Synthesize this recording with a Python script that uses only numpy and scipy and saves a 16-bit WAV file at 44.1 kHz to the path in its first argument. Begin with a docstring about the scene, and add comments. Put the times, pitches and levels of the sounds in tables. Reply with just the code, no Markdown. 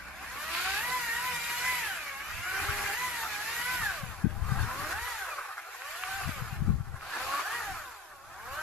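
"""The edge of a wood, a cordless chainsaw limbing a tree some way off, a two-port stereo microphone.
Over quiet air and a low drone the saw revs up, its chain whining and rattling round the bar. The whine
climbs more slowly as the cutters rasp through wood, a branch snaps among echoing trunks, and the motor
races and runs down. From about 2 s, as more pulls of the trigger follow, light gusts buffet mainly the
left port. Wood cracks again near 6 s, and at the end the sixth pull is still in its cut."""
import sys
import numpy as np
from scipy import signal
from scipy.fft import rfft, irfft
from scipy.io import wavfile
from scipy.ndimage import uniform_filter1d, map_coordinates

SR = 44100
rng = np.random.default_rng(int(sys.argv[2]) if len(sys.argv) > 2 else 0)


def to_wav(sig):
    """Store sig (one row per channel, or 1-D mono) as 16-bit WAV at the path in sys.argv[1].

    Samples outside -1..1 are clipped; the rate is SR.
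    """
    pcm = np.clip(np.atleast_2d(sig), -1, 1) * 32767
    pcm = np.round(pcm).astype(np.int16)
    wavfile.write(sys.argv[1], SR, pcm.T)  # frames by channels


N = 380141
TIME = np.arange(N) / SR
BINS = np.fft.rfftfreq(N, 1 / SR)
TEETH = 6  # on the drive sprocket: links per turn of the shaft

# the bar pressed into a branch (start [s], end [s], time to bite [s], added rasp [dB],
# added rattle [dB], added hiss [dB], splintering [dB], groan of the branch [dB])
CUTS = [(0.448, 0.813, 0.087, 3.5, 1.5, -0.5, -35.5, -60.5), (2.483, 2.959, 0.066, 6.5, 5, 3, -69, -53),
        (4.41, 4.952, 0.067, 9.5, 6, 4.5, -56, -57.5), (6.922, 7.442, 0.21, 5, 8, 4.5, -43, -88),
        (8.242, 8.68, 0.094, 0, 0, -2, -68, -87)]


def amp(db):
    """Decibels to gain."""
    return 10 ** (np.asarray(db) / 20)


def unit(x):
    """Scales to rms 1."""
    return x / np.sqrt(np.mean(x ** 2) + 1e-20)


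def curves(rows):
    """Each column of a table of times, at every sample."""
    times, *columns = np.transpose(rows)
    return [np.interp(TIME, times, column) for column in columns]


def read(points, hz):
    """A spectrum's value at hz, on a log-frequency axis."""
    frequencies, values = np.transpose(points)
    return np.interp(np.log(hz + 1), np.log(frequencies + 1), values)


def noise(spectrum, envelope=1):
    """Two channels of noise, shaped by an envelope and then a spectrum, at rms 1."""
    white = envelope * rng.standard_normal((2, N))
    return unit(irfft(rfft(white) * amp(read(spectrum, BINS)), N))


def wander(hz):
    """A random drift of rms 1, with changes up to about hz."""
    knots = rng.standard_normal(4000)
    return unit(map_coordinates(knots, [TIME * 2 * hz], order=2, mode="wrap"))


def add(mix, s, sound):
    """Mixes a short sound in at time s."""
    part = mix[max(round(s * SR), 0):][:len(sound)]
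    part += sound[:len(part)]


def air(level_db=-60):
    """The quiet air of the wood."""
    # its spectrum (frequency [Hz], relative level [dB])
    spectrum = [(20, -10), (45, -9), (75, -21), (120, -65), (200, -41), (260, -16), (350, 12), (600, -18),
                (800, 19.5), (1000, 2), (2000, -36), (4000, -8), (13000, -8)]
    return amp(level_db) * noise(spectrum)


def drone():
    """A low drone in the background, slowly fading and returning."""
    # its spectrum (frequency [Hz], relative level [dB])
    spectrum = [(20, -31), (45, -10.5), (66, -2), (81, -17), (96, -19), (140, -18.5), (210, -16),
                (300, -26.5), (600, -57)]
    # its rise and fall (time [s], level [dB])
    levels = [(0, -52.5), (1.6, -57), (2.1, -59), (4.8, -59), (5.3, -74), (5.95, -78), (6.3, -66),
              (7.4, -76), (8.62, -65)]
    return amp(curves(levels)[0]) * noise(spectrum)


def wind(lumpy_db=2, gust_db=-1, steepness=1.75, strong_db=-26, edge_db=-11.5):
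    """Gusts of lumpy turbulence on the microphone, mostly at the left port, brighter when strong."""
    # gusts (peak time [s], left port [dB], right port [dB], rise [s], fall [s])
    gusts = [(2.35, -52, -40, 0.084, 0.28), (2.7, -40, -50, 0.14, 0.21), (3.81, -36.5, -61, 0.058, 0.11),
             (4.06, -34.5, -58, 0.061, 0.13), (4.26, -28, -56, 0.031, .16),
             (4.55, -29.5, -41.5, 0.18, 0.26), (6.29, -35, -72, .12, 0.076),
             (6.42, -35.5, -53, 0.063, 0.088), (6.7, -28, -36, 0.23, 0.17), (7.22, -45, -66, 0.033, 0.092),
             (7.71, -43.5, -52, 0.063, .12), (8.52, -48, -58, 0.27, .2)]
    # spectrum of light wind (frequency [Hz], relative level [dB])
    light_spectrum = [(15, 7.5), (35, 2), (75, 10.5), (110, 7), (150, -3.5), (200, -3), (500, -54),
                      (2000, -90)]
    # spectrum that a strong gust adds (frequency [Hz], relative level [dB])
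    strong_spectrum = [(40, -20), (90, 3.5), (140, 5.5), (200, -25), (280, -14), (400, -18), (600, -33),
                       (2000, -78)]
    power = np.full((2, N), 1e-14)
    for s, left_db, right_db, rise, fall in gusts:
        from_peak = np.maximum((s - TIME) / rise, (TIME - s) / fall)
        power += (amp([[left_db], [right_db]]) * amp(edge_db * np.minimum(from_peak, 20))) ** 2
    level_db = 10 * np.log10(power)
    lumps = amp(lumpy_db * wander(10))
    light = noise(light_spectrum) * amp(level_db)
    strong = noise(strong_spectrum) * amp(strong_db + gust_db + steepness * (level_db - strong_db))
    return lumps * (light + strong)


def eddies(right_leak_db=-26):
    """Each eddy strikes the left port with one push and pull of pressure."""
    # eddies (time [s], level [dB], swing [Hz])
    buffets = [(2.695, -23, 85), (4.037, -24, 135), (4.2465, -9, 165), (4.2565, -18, 280),
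               (4.269, -15, 190), (4.426, -17, 80), (4.5235, -15, 130), (4.539, -22, 130),
               (6.279, -23, 140), (6.293, -22, 190), (6.423, -21, 105), (6.529, -25, 110),
               (6.609, -20, 110), (6.623, -17, 150), (6.682, -17, 170), (6.705, -12, 150),
               (6.809, -22, 110), (6.944, -26, 100)]
    out, t = np.zeros(N), np.arange(-1500, 1500) / SR
    for s, db, hz in buffets:
        phase = 2 * np.pi * hz * t
        window = np.exp(-(phase / np.pi) ** 2 / 1.5)
        add(out, s + t[0], -amp(db) * np.sin(phase) * window)
    return out * amp([[0], [right_leak_db]])


def ports(pair):
    """Two unrelated signals become what the ports pick up: alike in the mids, apart in the treble."""
    # likeness of the two ports (frequency [Hz], correlation [0-1])
    likeness = [(60, 1), (130, 0.18), (280, 0.72), (620, 0.62), (1340, 1), (2920, 0.19), (6350, 0.054),
                (13800, 0.022)]
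    # their balance (frequency [Hz], left minus right [dB])
    balance = [(60, 0), (110, -35), (200, -3), (370, 2), (670, -2), (1230, 0.0), (2250, 0.5), (4120, -3),
               (7550, 0), (13800, 2.5)]
    # their phase difference (frequency [Hz], lead of the left [rad])
    lead = [(0, -1.5), (1210, 0.59), (2070, 0.3), (2760, 0.5), (3100, -7.5), (3620, -0.5), (3880, 0.5),
            (4220, -7.2), (4820, 0), (5860, -7), (6980, -5), (9650, -9.5), (13200, -9.5), (14000, -7)]
    first, second = rfft(pair)
    same = np.clip(read(likeness, BINS), 0, 1)
    common = np.sqrt((1 + same) / 2) * first
    apart = np.sqrt((1 - same) / 2) * second
    lean = amp(read(balance, BINS) / 2) * np.exp(.5j * read(lead, BINS))
    return irfft(np.array([(common + apart) * lean, (common - apart) / lean]), N)


def forest(x, t60=0.35, wet_db=-6, side_db=-7, lag_ms=0.068, echoes_per_s=1500):
    """The direct sound, reaching the left port a little later, and sparse echoes from the trunks."""
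    t = np.arange(SR) / SR
    echoes = rng.standard_normal((2, SR)) * (rng.random((2, SR)) < echoes_per_s / SR)
    echoes *= amp(-60 * t / t60) * (t > .005)
    mid, side = (signal.fftconvolve(x, taps / np.linalg.norm(taps))[:N] for taps in echoes)
    direct = np.array([np.interp(TIME - lag_ms / 1000, TIME, x), x])
    return direct + amp(wet_db) * (mid + amp(side_db) * np.array([side, -side]))


def scatter(pair, patchy_db):
    """As the saw moves, its reflections add and cancel in narrow, drifting patches."""
    frames = signal.stft(pair, nperseg=1024, noverlap=768)[2]
    patches = uniform_filter1d(rng.standard_normal(frames.shape[1:]), size=3, axis=0)
    patches = uniform_filter1d(patches, size=9, axis=1)
    frames *= amp(patchy_db * unit(patches))
    return unit(signal.istft(frames, nperseg=1024, noverlap=768)[1][:, :N])


def snaps(band_hz=(950, 2800), tearing=0.088, decay_s=0.00092):
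    """A branch gives way with one sharp crack and a brief tearing of fibres."""
    # breaking branches (time [s], peak level [dB])
    cracks = [(.5497, -16), (.552, -24), (.583, -27), (.66, -25), (.7074, -23), (5.8205, -27),
              (6.0365, -18), (6.0390, -23), (7.0105, -32)]
    out, t = np.zeros(N), np.arange(1500) / SR
    band = signal.butter(3, band_hz, "band", fs=SR)
    for s, db in cracks:
        force = (t == 0) + tearing * rng.standard_normal(len(t)) * np.exp(-t / decay_s)
        crack = signal.lfilter(*band, force)
        add(out, s, amp(db) * crack / abs(crack).max())
    return out


def pressure(start, end, bite_s, free_s=0.021):
    """How hard the bar bears on a branch, 0-1: the cutters bite, hold and come free."""
    return np.clip(np.minimum((TIME - start) / bite_s, (end - TIME) / free_s), 0, 1)


def cutting(links, grain_db=1.5):
    """In a cut, chips tear out and the branch is shaken at the link rate."""
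    # spectrum of splintering wood (frequency [Hz], relative level [dB])
    splintering = [(1200, -22), (2500, 2), (3300, -5), (4600, -3), (5600, -13), (9000, -16.5)]
    chips = noise(splintering, amp(grain_db * wander(400)))
    groan = np.sqrt(2) * np.cos(2 * np.pi * links + 0.42 * wander(27)) * amp(2 * wander(40))
    return sum(pressure(start, end, bite_s) ** 2 * (amp(chips_db) * chips + amp(groan_db) * groan)
               for start, end, bite_s, *_, chips_db, groan_db in CUTS)


def chain_speed(inertia_s=.055, waver=0.001933):
    """The rate in Hz at which links pass the sprocket; the motor's inertia rounds each change."""
    # a curve per trigger pull: run-up, slower climb in the cut, leap as the branch parts, run-down
    # (time [s], link rate [Hz])
    pulls = [
        [(0.12, 144.1), (0.4, 296.3), (0.775, 408.8), (0.845, 490), (0.945, 506), (1.1, 454.2), (1.265, 510.6),
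         (1.37, 469.3), (1.59, 485.3), (1.675, 511), (1.785, 487.3), (2.02, 293.6)],
        [(2.165, 268.5), (2.535, 384.4), (2.745, 410.9), (2.925, 395.7), (2.955, 483), (3.05, 506.7),
         (3.37, 403), (3.515, 464), (3.725, 508), (3.795, 483), (4.02, 267.4)],
        [(4.265, 146.9), (4.54, 192.9), (4.895, 318), (4.98, 452.6), (5.08, 507.5), (5.295, 323),
         (5.515, 183.4)],
        [(5.645, 161.8), (5.995, 364.6), (6.195, 395.8), (6.4, 250.2), (6.63, 137.5)],
        [(6.855, 129.8), (6.995, 131.1), (7.195, 254.7), (7.425, 296), (7.47, 427), (7.57, 485), (7.87, 255.9),
         (8.05, 162.9)],
        [(8.205, 129.9), (8.4, 206.1), (8.59, 312)],
    ]
    hz = curves([point for pull in pulls for point in pull])[0]
    return uniform_filter1d(hz, size=int(inertia_s * SR)) * (1 + waver * wander(25))


def shaft(links, link_hz, once_db=-57, twice_db=-58, growth=4):
    """The unbalanced shaft hums once and twice a turn, chiefly near full speed."""
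    angle = 2 * np.pi * links / TEETH
    hum = amp(once_db) * np.cos(angle) + amp(twice_db) * np.cos(2 * angle + 0.79 * wander(5))
    return hum * (link_hz / link_hz.max()) ** growth * amp(2 * wander(7.1))


def sprocket(links, link_hz, rattle_db, buzz_db=-21, uneven_db=4):
    """The teeth are not quite alike, so a buzz repeats with each turn of the shaft."""
    # how well the saw radiates the buzz (frequency [Hz], gain [dB])
    radiation = [(100, -38), (210, -27), (300, -6.5), (420, -28), (500, -7), (800, -7), (1500, 3),
                 (2400, 11), (3200, -6), (4200, -3), (7000, -10)]
    out = np.zeros(N)
    for order, (unevenness, offset) in enumerate(rng.standard_normal((32, 2)), 1):
        db = uneven_db * unevenness + read(radiation, order * link_hz / TEETH)
        out += amp(db) * np.cos(2 * np.pi * (order * links / TEETH + offset))
    return amp(rattle_db + buzz_db) * out


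def friction(links, spectrum, pulsing, grain_db, chatter_db, patchy_db):
    """Uneven rubbing noise that pulses slightly with each passing cutter (every fourth link)."""
    bites = 1 + pulsing * np.cos(2 * np.pi * links / 4)
    strength = amp(grain_db * wander(350) + chatter_db * wander(18))
    return scatter(noise(spectrum, bites * strength), patchy_db)


def chain_noise(links, rasp_db, rattle_db, hiss_db):
    """The cutters rasp, and the chain rattles and hisses round the bar."""
    # spectrum of the rasp (frequency [Hz], relative level [dB])
    mids = [(60, -82), (250, -8), (400, -5), (560, -6.5), (770, 3.5), (900, -3), (1150, 7.5), (1450, 7),
            (1800, 2.5), (2400, -14), (4000, -16), (13000, -19)]
    # spectrum of the rattle (frequency [Hz], relative level [dB])
    upper_mids = [(500, -31), (1100, -15), (1550, -2.5), (1950, -3.5), (2450, -0.5), (2800, -6.5),
                  (3300, -21.5), (4200, -19), (5500, -19.5), (13000, -89)]
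    # spectrum of the hiss (frequency [Hz], relative level [dB])
    treble = [(1500, -12.5), (3000, 2.5), (4500, 2), (5800, -1.5), (7000, 1), (8600, -5.5), (10000, -1.5),
              (11500, 0.5), (13000, 2)]
    rasp = friction(links, mids, pulsing=0.11, grain_db=-1, chatter_db=2.5, patchy_db=4)
    rattle = friction(links, upper_mids, pulsing=0.036, grain_db=-1.5, chatter_db=0.8, patchy_db=4)
    hiss = friction(links, treble, pulsing=0.024, grain_db=-0.06, chatter_db=0.7, patchy_db=3.5)
    return amp(rasp_db) * rasp + amp(rattle_db) * rattle + amp(hiss_db) * hiss


def whine(links, link_hz, level_db, beam_db, cut_db=1, slack=0.045, snag=0.095):
    """Links strike the sprocket in a stack of tones; in wood the chain snags, louder and blurred."""
    # tones of the chain (multiple of the link rate, level [dB])
    tones = [(1, -9.5), (1.5, -25), (2, -3), (2.5, -18), (3, -9.5), (3.5, -28), (4, -1.5), (4.5, -17.5),
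             (5, -5.5), (6, -5.5), (7, -13), (8, -5), (10, -4), (12, -11)]
    # resonances of bar and housing that the tones sweep through (frequency [Hz], gain [dB])
    body = [(130, -30), (300, -18.5), (420, -12), (520, -9), (680, -5.5), (790, 1.5), (890, -6),
            (1010, 1.5), (1160, 2), (1310, -6), (1530, 4), (1750, 0.5), (2020, -2.5), (2200, -5.5),
            (2550, -5.5), (2900, -4.5), (3500, -8.5), (4100, -9), (7000, -10)]
    # one tone sings out or fades (middle [s], half length [s], multiple of the link rate, gain [dB])
    swells = [(0.883, .06, 4, 9), (1.08, 0.074, 4, 9), (1.287, 0.055, 4, 7), (1.388, 0.11, 5, 10),
              (1.47, 0.2, 4, -8), (1.67, 0.054, 4, 11), (1.919, 0.027, 4, 8.5), (2.115, 0.29, 8, 8.5),
              (2.487, 0.067, 4, 12), (3.747, 0.13, 3, 10.5), (3.86, .05, 4, 5.5), (4.954, 0.041, 4, 7.5),
              (5.218, 0.024, 4, 9.5), (5.311, 0.087, 8, 13), (7.349, 0.1, 4, 5), (4.851, 0.051, 4, 7),
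              (2.299, .17, 2, -14), (.3, 0.18, 2, -12)]
    low_hz, beam_hz, high_hz = 535.5, 1620, 2679
    in_wood = sum(pressure(*cut[:3]) for cut in CUTS)
    jitter = slack + snag * in_wood
    out = np.zeros(N)
    for order, db in tones:
        hz = order * link_hz
        swell_db = sum(added_db * np.exp(-((TIME - s) / half_s) ** 2)
                       for s, half_s, multiple, added_db in swells if multiple == order)
        beamed = 1 / (1 + (beam_hz / hz) ** 16)  # high tones beam, and dim as the saw turns away
        # the narrow bar hardly radiates low overtones; oil and plastic soften high ones
        radiated = np.minimum(hz / low_hz, 1) ** 2 if order > 1 else 1
        softened = np.minimum(high_hz / hz, 1) ** 3
        flutter_db = 2.5 * wander(14) + 1.48 * wander(3)
        tone_db = db + read(body, hz) + beamed * beam_db + swell_db + flutter_db
        phase = order * (2 * np.pi * links + jitter * wander(60))
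        out += radiated * softened * amp(tone_db) * np.cos(phase)
    return np.sqrt(2) * amp(level_db + cut_db * in_wood) * out


def chainsaw(links, link_hz, full_hz=500):
    """The saw's tones and its noise: speed, load and the way it faces set their levels."""
    # the saw is turned among the branches (time [s], whine [dB], rasp [dB], rattle [dB], hiss [dB])
    turning = [(0, -2.5, 2.5, 4, -3), (.6, -0.5, 1.5, 2.5, 4.5), (.95, 0, 0, 0, 1), (1.7, -1, -1.5, 5, 3.5),
               (2.25, -4.5, -.5, 3, -0.5), (3.1, -1.5, 0.5, 1, 1), (3.85, -1, 1.5, 2.5, 2.5),
               (4.3, -3.5, 2.5, -7, -3.5), (5.05, 0, 0, -3, -2), (5.45, -6.5, 6.5, -1.5, -1.5),
               (6.2, -4.5, 0.5, 2.5, 0), (6.55, -2, 4.5, -1.5, .5), (6.85, -10.5, 1.5, -13.5, -7),
               (7.3, 5, 7, -6, -1.5), (7.7, -3, 3.5, -2.5, -2.5), (8.2, -3, -1.5, -13, -4.5),
               (8.62, 3, 1.5, -4.5, 0)]
    whine_turn, rasp_turn, rattle_turn, hiss_turn = curves(turning)
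    rasp_load, rattle_load, hiss_load = sum(np.outer(added_db, pressure(start, end, bite_s))
                                            for start, end, bite_s, *added_db, _, _ in CUTS)
    octaves = np.log2(link_hz / full_hz)
    # base level at full speed, plus dB per octave of speed
    whine_db = -40.5 + 7.5 * octaves + whine_turn
    rasp_db = -43 + 5.5 * octaves + rasp_load + rasp_turn
    rattle_db = -44 + 4.5 * octaves + rattle_load + rattle_turn
    hiss_db = -37 + 8.5 * octaves + hiss_load + hiss_turn
    tones = whine(links, link_hz, whine_db, beam_db=rattle_turn)
    tones += sprocket(links, link_hz, rattle_db) + shaft(links, link_hz)
    return tones, chain_noise(links, rasp_db, rattle_db, hiss_db)


def bass_dips(x, centre_hz=205, octaves=0.68, ramp_s=0.052):
    """Now and then the upper bass dips for a moment."""
    # dips (start [s], end [s], depth [dB])
    dips = [(5.033, 6.074, -19.5), (7.421, 7.522, -19), (7.915, 8.059, -15)]
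    hz, t, frames = signal.stft(x, SR, nperseg=2048, noverlap=1536)
    depth_db = sum(db * np.clip(np.minimum(t - start, end - t) / ramp_s + .5, 0, 1)
                   for start, end, db in dips)
    band = np.exp(-(np.log2((hz + 1) / centre_hz) / octaves) ** 2)
    frames *= amp(np.outer(band, depth_db))
    return signal.istft(frames, SR, nperseg=2048, noverlap=1536)[1][:, :N]


def scene():
    """Air and drone behind, the saw some way off among the trunks, wind right on the microphone."""
    link_hz = chain_speed()
    links = np.cumsum(link_hz) / SR  # links that have passed the sprocket
    saw_tones, saw_noise = chainsaw(links, link_hz)
    distant = ports(air() + saw_noise) + drone() + forest(saw_tones)
    branches = forest(snaps(), t60=0.5, wet_db=-11) + cutting(links)
    return distant + branches + wind() + eddies()


def record(dry, cutoff_hz=13230):
    """The wavering low end, then the recorder's steep band limit."""
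    low_pass = signal.firwin(1023, cutoff_hz, window=("kaiser", 8), fs=SR)
    return signal.oaconvolve(bass_dips(dry), low_pass[None], "same")


dry = scene()
out = record(dry)
to_wav(out)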